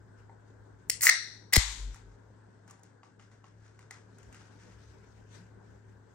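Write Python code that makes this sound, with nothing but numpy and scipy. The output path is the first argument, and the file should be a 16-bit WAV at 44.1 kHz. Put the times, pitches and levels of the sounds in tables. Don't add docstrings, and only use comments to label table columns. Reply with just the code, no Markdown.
import sys
import numpy as np
from scipy import signal
from scipy.fft import rfft, irfft, next_fast_len
from scipy.io import wavfile
from scipy.ndimage import uniform_filter1d, map_coordinates

SR = 44100
rng = np.random.default_rng(int(sys.argv[2]) if len(sys.argv) > 2 else 0)


def generate_wav(signal):
    frames = np.transpose(np.atleast_2d(signal))
    scaled = np.clip(frames, -1, 1) * 32767
    pcm = np.round(scaled).astype(np.int16)
    wavfile.write(sys.argv[1], SR, pcm)


N = 271038

# (time [s], hum [dB], rumble [dB], air [dB])
COOLER_LEVELS = [(0, -57, -65, -59.5), (.85, -58, -65, -60.5), (2.3, -58.5, -68, -60.5),
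                 (2.7, -62.5, -77.5, -61), (3.12, -65, -87, -64), (3.19, -61, -74, -63.5),
                 (3.6, -59.5, -73, -63), (4.1, -58.5, -73, -60), (4.3, -57.5, -60, -60),
                 (4.5, -58.5, -71, -59), (4.7, -58.5, -61.5, -59.5), (5.1, -58.5, -65, -60.5),
                 (5.5, -56, -64.5, -59.5), (6.15, -59, -62, -60.5)]
# (frequency [Hz], density [dB])
AIR_COLOUR = [(60, -29), (90, -15), (134, -11), (162, -15), (185, -9.5), (215, -16.5), (283, -14),
              (340, -19), (390, -13.5), (555, -21), (700, -24), (950, -22), (1200, -29), (1550, -22),
              (2420, -44), (5120, -48), (8500, -47.5), (10000, -79.5), (22000, -120)]
# (frequency [Hz], density [dB])
RUMBLE_COLOUR = [(15, -31.5), (30, -18.5), (50, -4), (72, 2.5), (95, -21.5), (200, -58.5)]
# (peak time [s], level [dB], rise [s], hold [s])
RUSTLE_STROKES = [(.188, -72, 0.05, 0), (.478, -75, 0.041, 0), (.66, -78, 0.13, 0),
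                  (0.792, -78.5, 0.027, 0.37), (1.933, -62, 0.082, 0.017), (2.202, -83, 0.095, 0.58),
                  (4.17, -71, 0.21, 0.39), (4.574, -71.5, 0.2, 0.35), (4.906, -73, .2, 0.29),
                  (5.334, -60, 0.062, 0.026), (5.628, -77, 0.064, 0.13), (5.89, -75.5, 0.068, 0.0053),
                  (6.107, -77.5, 0.066, 0.11)]
# (frequency [Hz], density [dB])
RUSTLE_COLOUR = [(590, -41), (950, -3), (1150, -8.5), (1500, -2), (2400, -6.5), (3200, -9.5), (4200, -11.5),
                 (6180, -10), (9000, -20.5), (12300, -35), (16000, -41)]
# (time [s], level [dB])
THUDS = [(4.552, -59), (5.389, -49)]
# (frequency [Hz], level [dB], t60 [s])
THUD_MODES = [(181, 0, 0.29), (220, -1.5, 0.14)]
# (frequency [Hz], t60 [s])
ROOM_T60 = [(200, 0.14), (800, 0.25), (2100, 0.29), (5500, 0.22), (9000, .3), (11000, 0.12), (15000, 0.11)]
# (frequency [Hz], level [dB])
WALL_COLOUR = [(250, -24.5), (600, 3.5), (1100, 0.5), (1900, -2.5), (2400, -4), (3100, -0.5), (4400, -3.5),
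               (5000, -0.5), (5700, -4.5), (7500, -10.5), (8500, -10.5), (10000, -4.5), (16000, -8)]
# (frequency [Hz], density [dB])
POP_ECHO_COLOUR = [(600, -56), (1300, -19), (1900, 1), (2400, -16.5), (3100, -25), (3900, -3.5), (4350, -3),
                   (5050, -15), (5700, -2), (6100, -12), (6800, -24), (9500, -28.5), (11000, -42.5),
                   (16000, -55)]

# (frequency [Hz], density [dB])
FOAM_COLOUR = [(300, -49.5), (650, -20), (850, -4), (985, -0.5), (1250, -6), (2000, 1), (2800, -3.5),
               (3840, 3), (5200, -4.5), (6900, -1), (9500, -14), (11500, -24), (16000, -41)]
# (peak time [s], level [dB], rise [s], hold [s])
SCRATCHES = [(3.65, -67.5, 0.102, 0.021), (4.6, -65, .03, 0.045), (4.7, -69, 0.061, 0.024),
             (3.74, -76, .03, 0.029), (2.1, -76, .05, 0.043), (2.5, -83, .05, 0.055),
             (4.8, -74, 0.046, 0.034)]
# (frequency [Hz], density [dB])
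SCRAPE_COLOUR = [(700, -22.5), (1400, 2.5), (2100, -3.5), (3000, -10.5), (4300, -11.5), (6200, -6.5),
                 (8500, -12.5), (12000, -42), (16000, -36)]
# (time [s], level [dB], wall pitch [Hz], knock [dB], lid [dB], tab [dB], tick [dB], scrape [dB])
TAPS = [(0.2955, -52.5, 1070, 1, -11, -38, -79, -92), (1.944, -42, 1367, -36, -14, -28, -47.5, -74),
        (1.959, -53.5, 1414, -1.5, -7, -21, -52, -77), (2.678, -47.5, 1430, -14, -30, -33.5, -54, -66.5),
        (2.698, -49.5, 1170, -14.5, -31, -12.5, -54, -71), (2.709, -43.5, 1145, -28, -35, -35, -45, -83),
        (2.793, -61, 1050, 5, -26, -32, -63, -89), (2.833, -53.5, 1496, -17, -32, -35, -50, -70.5),
        (3.032, -42.5, 1131, -13, -16, -6.5, -71.5, -68.5), (3.196, -46.5, 1370, -16, -15, -9, -74, -66.5),
        (3.315, -52, 1114, -19.5, -17, -33, -72, -69.5), (3.442, -42, 1100, -16, -22, -15, -74, -69.5),
        (3.791, -47, 1120, -18, -11, -13.5, -57, -67.5), (3.9088, -40, 1403, -15, -1, -7.5, -40, -59.5),
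        (4.184, -50, 1410, -29.5, -20, -16, -53.5, -73.5), (4.23, -56.5, 1386, -19, -14, -1, -56, -83),
        (4.326, -52.5, 1330, -12, -11, -2, -51.5, -63), (4.345, -46, 1400, -21, -10.5, -3, -52, -64.5),
        (4.409, -51, 1460, -11.5, -12, -2, -68, -67.5)]
# (frequency [Hz], level [dB], t60 [s])
CAN_MODES = [(801, -0.5, 0.067), (905, 1, 0.055)]
# (frequency [Hz], level [dB], t60 [s])
TAB_MODES = [(2620, -2, 0.011), (2790, 1, 0.014), (3700, -12, 0.014), (4740, -8, 0.014)]
# (frequency [Hz], level [dB], undamped t60 [s])
LID_MODES = [(1850, -6, 0.07), (1950, 1, 0.09), (2040, 0, 0.09), (2150, -12, 0.03), (2470, -22, 0.006),
             (4140, -6, 0.02)]
# (frequency [Hz], density [dB])
TICK_COLOUR = [(800, -9), (1500, -17), (2600, -15), (4000, -12), (5500, -1), (7000, 8), (9000, 0),
               (12000, -15), (17000, -21)]

# (start [s], length [s], level [dB], frequency [Hz])
AFTER_SWING = [(1.5278, 0.24, -33, 51), (1.761, 0.197, -33.5, 47.5), (1.97, 0.22, -51.5, 47.3)]
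# (time [s], level [dB])
TEAR_LEVELS = [(1.524, -91), (1.528, -37.5), (1.532, -27), (1.538, -24.5), (1.556, -23), (1.561, -16),
               (1.565, -13), (1.569, -21), (1.572, -63)]
# (frequency [Hz], density [dB])
TEAR_COLOUR = [(300, -17), (700, -11), (1100, -7.5), (1500, -9.5), (2000, 2), (2400, -4.5), (2800, -8),
               (4000, -3), (5200, -9.5), (6200, -3), (8200, -5.5), (9500, -12), (12000, -22.5),
               (16000, -17)]
# (time [s], level [dB], pitch [Hz])
FLAP_SQUEAL = [(1.535, -79, 4314), (1.538, -20.5, 4600), (1.543, -22.5, 5037), (1.553, -17, 5193),
               (1.556, -33, 5450), (1.561, -24, 5600), (1.564, -80.5, 5566)]
# (time [s], level [dB], lid share [dB], roar share [dB])
JET_LEVELS = [(1.008, -57, -10, -20), (1.016, -50.5, -12.5, -20), (1.02, -29.5, -14.5, -20.5),
              (1.035, -21, -11, -12), (1.05, -21, -18, -11.5), (1.066, -18.5, -8, -6),
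              (1.075, -20, 0.5, -2.5), (1.088, -21.5, -4, -3), (1.097, -19, -2, 6.5), (1.101, -57, -17, 2)]
# (frequency [Hz], density [dB])
JET_COLOUR = [(950, -30), (1500, -15), (2020, -9.5), (3600, -17.5), (5500, -5.5), (7300, 8), (8500, 5.5),
              (10200, -4), (12300, 2.5), (13300, -11.5), (15200, 3.5), (16000, -1)]
# (frequency [Hz], density [dB])
ROAR_COLOUR = [(180, -35), (320, -13.5), (900, -11.5), (1400, 2), (1700, -5), (2600, -11.5), (3400, -20),
               (4300, -5), (6200, 1), (8000, -9), (16000, -31)]
# (time [s], ring [dB], crack [dB], top crack [dB])
SNAPS = [(0.8978, -28.5, -12.5, -19), (1.0086, -37.5, -28.5, -34.5), (1.018, -41, -32, -24),
         (1.0686, -3.5, -11.5, -30.5), (1.0914, -5.5, -19.5, -40), (1.0957, -5, -7, -20),
         (1.5249, -36.5, -36, -34.5), (1.5325, -17.5, -26.5, -11), (1.535, -15, -7.5, -11),
         (1.557, -42, -23, -15.5), (1.5624, -44.5, -12.5, -16.5), (1.5637, -15, -8, -10)]
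# (frequency [Hz], density [dB])
CRACK_COLOUR = [(1500, -35.5), (2500, -10.5), (3300, -14), (3900, -14), (4350, -0.5), (4800, -4),
                (5250, 0.5), (5800, -9.5), (6500, -5.5), (7200, -1.5), (9000, -4), (10500, -21.5),
                (17000, -25.5)]
# (frequency [Hz], density [dB])
TOP_CRACK_COLOUR = [(6000, -31), (8200, -2.5), (10000, -7), (11800, 2.5), (13600, -17.5), (15200, -4),
                    (17000, -12)]

# (frequency [Hz], coherence [ratio])
COHERENCE = [(60, 0.36), (130, 0.98), (290, 0.52), (640, 0.027), (1400, 0.31), (3100, 0.064),
             (15000, 0.0046)]
# (frequency [Hz], left over right [dB])
AROUND_BALANCE = [(60, 1.5), (380, 5), (1300, 4), (2400, 4), (4400, 10.5), (8100, 13.5), (12000, -11)]
# (frequency [Hz], left over right [dB])
CAN_BALANCE = [(60, 3.5), (500, 4.5), (1200, 1), (2000, 3.5), (4400, 5), (8100, 1), (12000, 0)]
# (frequency [Hz], left lead [rad])
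CAN_LEAD = [(0, -0.5), (1700, 0.68), (2700, 1.5), (4300, 2), (5600, 1), (8000, 2.5), (12000, 1.27),
            (16000, 1)]
# (frequency [Hz], share [dB])
NEAR_SPREAD = [(500, -8), (4500, -4), (9000, -7), (14000, -15.5)]

SIDES = np.array([[.5], [-.5]])


def amp(db):
    return 10 ** (np.asarray(db) / 20)


def unit(x):
    return x / np.sqrt(np.mean(x ** 2) + 1e-20)


def along(points, hz):
    point_hz, values = np.transpose(points)
    return np.interp(np.log(hz + 1), np.log(point_hz + 1), values)


def curves(rows):
    times_s, *columns = np.transpose(rows)
    return [np.interp(np.arange(N) / SR, times_s, column) for column in columns]


def envelope(rows):
    times_s, db = np.transpose(rows)[:2]
    return amp(np.interp(np.arange(N) / SR, times_s, db, left=-300, right=-300))


def swell(peak_s, db, rise_s, hold_s, fall_db_per_s):
    t = np.arange(N, dtype=np.float32) / SR - peak_s
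    rise_db = 20 * np.minimum(t, 0) / rise_s
    return amp(db + rise_db - fall_db_per_s * np.clip(t - hold_s, 0, None))


def wobble(rate_hz):
    knots = rng.standard_normal(int(N * rate_hz / SR) + 4)
    return map_coordinates(knots, [np.arange(N) * rate_hz / SR])


def filtered(x, response):
    size = next_fast_len(N + SR // 2)
    return irfft(rfft(x, size) * response(np.fft.rfftfreq(size, 1 / SR)), size)[..., :N]


def diffuse_noise(colour):
    def mid_side(hz):
        angle = np.arccos(np.clip(along(COHERENCE, hz), -1, 1)) / 2
        return amp(along(colour, hz)) * [np.cos(angle), np.sin(angle)]
    mid, side = filtered(rng.standard_normal((2, N)), mid_side)
    return unit(np.array([mid + side, mid - side]))


def near_noise(colour):
    mid, side = unit(filtered(rng.standard_normal((2, N)), lambda hz: amp(along(colour, hz))))
    return mid + filtered(side, lambda hz: amp(along(NEAR_SPREAD, hz))) * 2 * SIDES


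def patchy(x, depth_db):
    spectra = signal.stft(x, nperseg=512)[2]
    field = rng.standard_normal(spectra.shape[1:])
    field = uniform_filter1d(uniform_filter1d(field, size=9, axis=0), size=9, axis=1)
    return unit(signal.istft(spectra * amp(depth_db * unit(field)), nperseg=512)[1][:, :N])


def burst(colour, t, t60_s):
    gain = amp(along(colour, np.fft.rfftfreq(len(t), 1 / SR)))
    noise = irfft(rfft(rng.standard_normal(len(t))) * gain, len(t))
    return unit(noise) * amp(-60 * t / t60_s)


def ring(modes, t, scatter_db):
    return sum(amp(db + scatter_db * rng.standard_normal() - 60 * t / t60_s) * np.sin(2 * np.pi * hz * t)
               for hz, db, t60_s in modes)


def finger_damping(t, free_s=.0038, residue=.13):
    return residue + (1 - residue) * np.exp(-(t / free_s) ** 6)


def cooler(hum_hz=105.9):
    hum_db, rumble_db, air_db = curves(COOLER_LEVELS)
    hum_gain = np.sqrt(2) * amp(hum_db + wobble(8.6))
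    hum = hum_gain * np.sin(2 * np.pi * np.cumsum(hum_hz + .61 * wobble(6)) / SR)
    air = amp(air_db) * patchy(diffuse_noise(AIR_COLOUR), depth_db=1.5)
    rumble = amp(rumble_db + 2.2 * wobble(12)) * diffuse_noise(RUMBLE_COLOUR)
    return hum + air + rumble


def rustle():
    power = sum(swell(*stroke, fall_db_per_s=140) ** 2 for stroke in RUSTLE_STROKES)
    friction = patchy(diffuse_noise(RUSTLE_COLOUR), depth_db=2.5)
    return np.sqrt(power) * friction * amp(1.4 * wobble(120))


def thuds(attack_s=.004):
    out, t = np.zeros(N + SR), np.arange(SR // 5) / SR
    attack = 1 - np.exp(-t / attack_s)
    for start_s, db in THUDS:
        out[round(start_s * SR):][:len(t)] += amp(db) * ring(THUD_MODES, t, scatter_db=1.5) * attack
    return out[:N]


def room(x, gap_s=.011, rise_s=.004):
    hz, t, spectra = signal.stft(rng.standard_normal((2, SR)), SR, nperseg=256)
    tail_db = along(WALL_COLOUR, hz)[:, None] - 60 * t / along(ROOM_T60, hz)[:, None]
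    tail = signal.istft(spectra * amp(tail_db), SR, nperseg=256)[1]
    onset = np.clip((np.arange(tail.shape[1]) / SR - gap_s) / rise_s, 0, 1)
    return signal.fftconvolve(x[None], tail * onset / np.linalg.norm(tail[0]), axes=1)[:, :N]


def pop_echo():
    gain = swell(peak_s=1.108, db=-24, rise_s=.008, hold_s=0, fall_db_per_s=121.5)
    return gain * diffuse_noise(POP_ECHO_COLOUR)


def fizz():
    gain = swell(peak_s=1.579, db=-24.5, rise_s=.008, hold_s=0, fall_db_per_s=113.6)
    return gain * amp(.52 * wobble(310)) * diffuse_noise(FOAM_COLOUR)


def scrape(rise_s=.006, hold_s=.025):
    strokes = SCRATCHES + [(start_s, scrape_db, rise_s, hold_s) for start_s, *_, scrape_db in TAPS]
    power = sum(swell(*stroke, fall_db_per_s=174) ** 2 for stroke in strokes)
    return np.sqrt(power) * amp(2.1 * wobble(250)) * near_noise(SCRAPE_COLOUR)


def taps(attack_s=.0007, grip_spread=.025):
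    out, t = np.zeros(N + SR), np.arange(SR // 10) / SR
    attack = 1 - np.exp(-t / attack_s)
    for start_s, db, wall_hz, knock_db, lid_db, tab_db, tick_db, _ in TAPS:
        wall_modes = [(.9 * wall_hz, -9, .03), (wall_hz, -5, .03), (1.15 * wall_hz, -10, .02)]
        wall = ring(wall_modes, t, scatter_db=2)
        lid = amp(lid_db) * ring(LID_MODES, t, scatter_db=2) * np.sqrt(finger_damping(t))
        knock = amp(knock_db) * ring(CAN_MODES, t, scatter_db=2)
        detune = 1 + grip_spread * rng.standard_normal()
        tab = amp(tab_db) * ring(TAB_MODES, t * detune, scatter_db=3)
        tick = amp(tick_db) * burst(TICK_COLOUR, t, t60_s=.025)
        out[round(start_s * SR):][:len(t)] += attack * (amp(db) * (wall + lid + knock + tab) + tick)
    return out[:N]


def thump(start_s=1.567, final_hz=58):
    clock_s = np.arange(N) / SR
    t = clock_s - start_s
    vent_s = np.clip(t, -.004, None)
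    cycles = final_hz * vent_s + 1.8 * (1 - np.exp(-vent_s / .0045)) - .3 * np.exp(-vent_s / .002)
    fade = np.exp(-np.abs(vent_s / .036) ** 5) * np.clip((t + .004) / .002, 0, 1)
    note = amp(-17.5) * np.cos(2 * np.pi * cycles) * fade
    suction = amp(-6) * np.exp(-((t - .014) / .0026) ** 2)
    swing = np.zeros(N)
    for onset_s, length_s, db, hz in AFTER_SWING:
        age_s = clock_s - onset_s
        arch = np.sin(np.pi * np.clip(age_s / length_s, 0, 1))
        swing += amp(db) * arch * np.cos(2 * np.pi * hz * age_s)
    return note - suction + swing * np.clip(t / .02, 0, 1)


def tear():
    pitch_hz = curves(FLAP_SQUEAL)[1] + 90 * wobble(500)
    squeal = amp(3.5 * wobble(330)) * np.sin(2 * np.pi * np.cumsum(pitch_hz) / SR)
    rip = amp(1.9 * wobble(360)) * near_noise(TEAR_COLOUR)
    return envelope(TEAR_LEVELS) * rip + envelope(FLAP_SQUEAL) * squeal


def jet(mode_width_hz=150):
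    def lid_response(hz):
        loss = 1j * hz * mode_width_hz
        return sum(amp(db) * loss / (mode_hz ** 2 - hz ** 2 + loss) for mode_hz, db, _ in LID_MODES)
    lid = unit(filtered(rng.standard_normal(N), lid_response))
    hiss = near_noise(JET_COLOUR)
    roar = near_noise(ROAR_COLOUR)
    _, lid_db, roar_db = curves(JET_LEVELS)
    seep = swell(peak_s=.897, db=-50.5, rise_s=.01, hold_s=0, fall_db_per_s=710) * hiss
    leak = swell(peak_s=.9, db=-40, rise_s=.001, hold_s=0, fall_db_per_s=710) * (hiss + amp(-5.5) * lid)
    rush = envelope(JET_LEVELS) * (hiss + amp(lid_db) * lid + amp(roar_db) * roar)
    return amp(1.3 * wobble(150)) * (seep + leak + rush)


def snaps(attack_s=.0003, crack_rise_s=.00077, corner_hz=900):
    out, t = np.zeros(N + SR), np.arange(SR // 10) / SR
    attack = 1 - np.exp(-t / attack_s)
    crack_gain = (1 - np.exp(-t / crack_rise_s)) * np.sqrt(finger_damping(t / 2))
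    for start_s, lid_db, crack_db, top_db in SNAPS:
        lid = amp(lid_db) * finger_damping(t) * ring(LID_MODES, t, scatter_db=1)
        crack = amp(crack_db) * crack_gain * burst(CRACK_COLOUR, t, t60_s=.032)
        top = amp(top_db) * burst(TOP_CRACK_COLOUR, t, t60_s=.014)
        out[round(start_s * SR):][:len(t)] += attack * (lid + crack + top)
    return filtered(out[:N], lambda hz: (1j * hz / (corner_hz + 1j * hz)) ** 3)


def scene():
    thump_balance_db, thump_lead_s = 3.5, .0004
    can = snaps() + taps() + jet() + tear() + scrape()
    direct = filtered(can, lambda hz: amp(along(CAN_BALANCE, hz) * SIDES)
                      * np.exp(1j * along(CAN_LEAD, hz) * SIDES))
    low = filtered(thump(), lambda hz: amp(thump_balance_db * SIDES)
                   * np.exp(2j * np.pi * hz * thump_lead_s * SIDES))
    around = amp(-8) * room(can.mean(0)) + pop_echo() + fizz() + cooler() + rustle() + thuds()
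    return direct + low + filtered(around, lambda hz: amp(along(AROUND_BALANCE, hz) * SIDES))


def record(dry):
    threshold_db, cut_db_per_db, recovery_db_per_s = -24, .42, 30
    ceiling, top_hz = .88, 15950
    power = uniform_filter1d(np.mean(dry ** 2, 0), size=441)
    level_db = 10 * np.log10(np.abs(power) + 1e-12)
    target_cut_db = cut_db_per_db * np.clip(level_db - threshold_db, 0, None)
    ramp_db = recovery_db_per_s * np.arange(N) / SR
    cut_db = np.maximum.accumulate(target_cut_db + ramp_db) - ramp_db
    levelled = dry * amp(-uniform_filter1d(cut_db, size=221))
    saturated = levelled / (1 + np.abs(levelled / ceiling) ** 4) ** .25
    return filtered(saturated, lambda hz: np.clip((top_hz - hz) / 100, 0, 1))


dry = scene()
out = record(dry)
generate_wav(out)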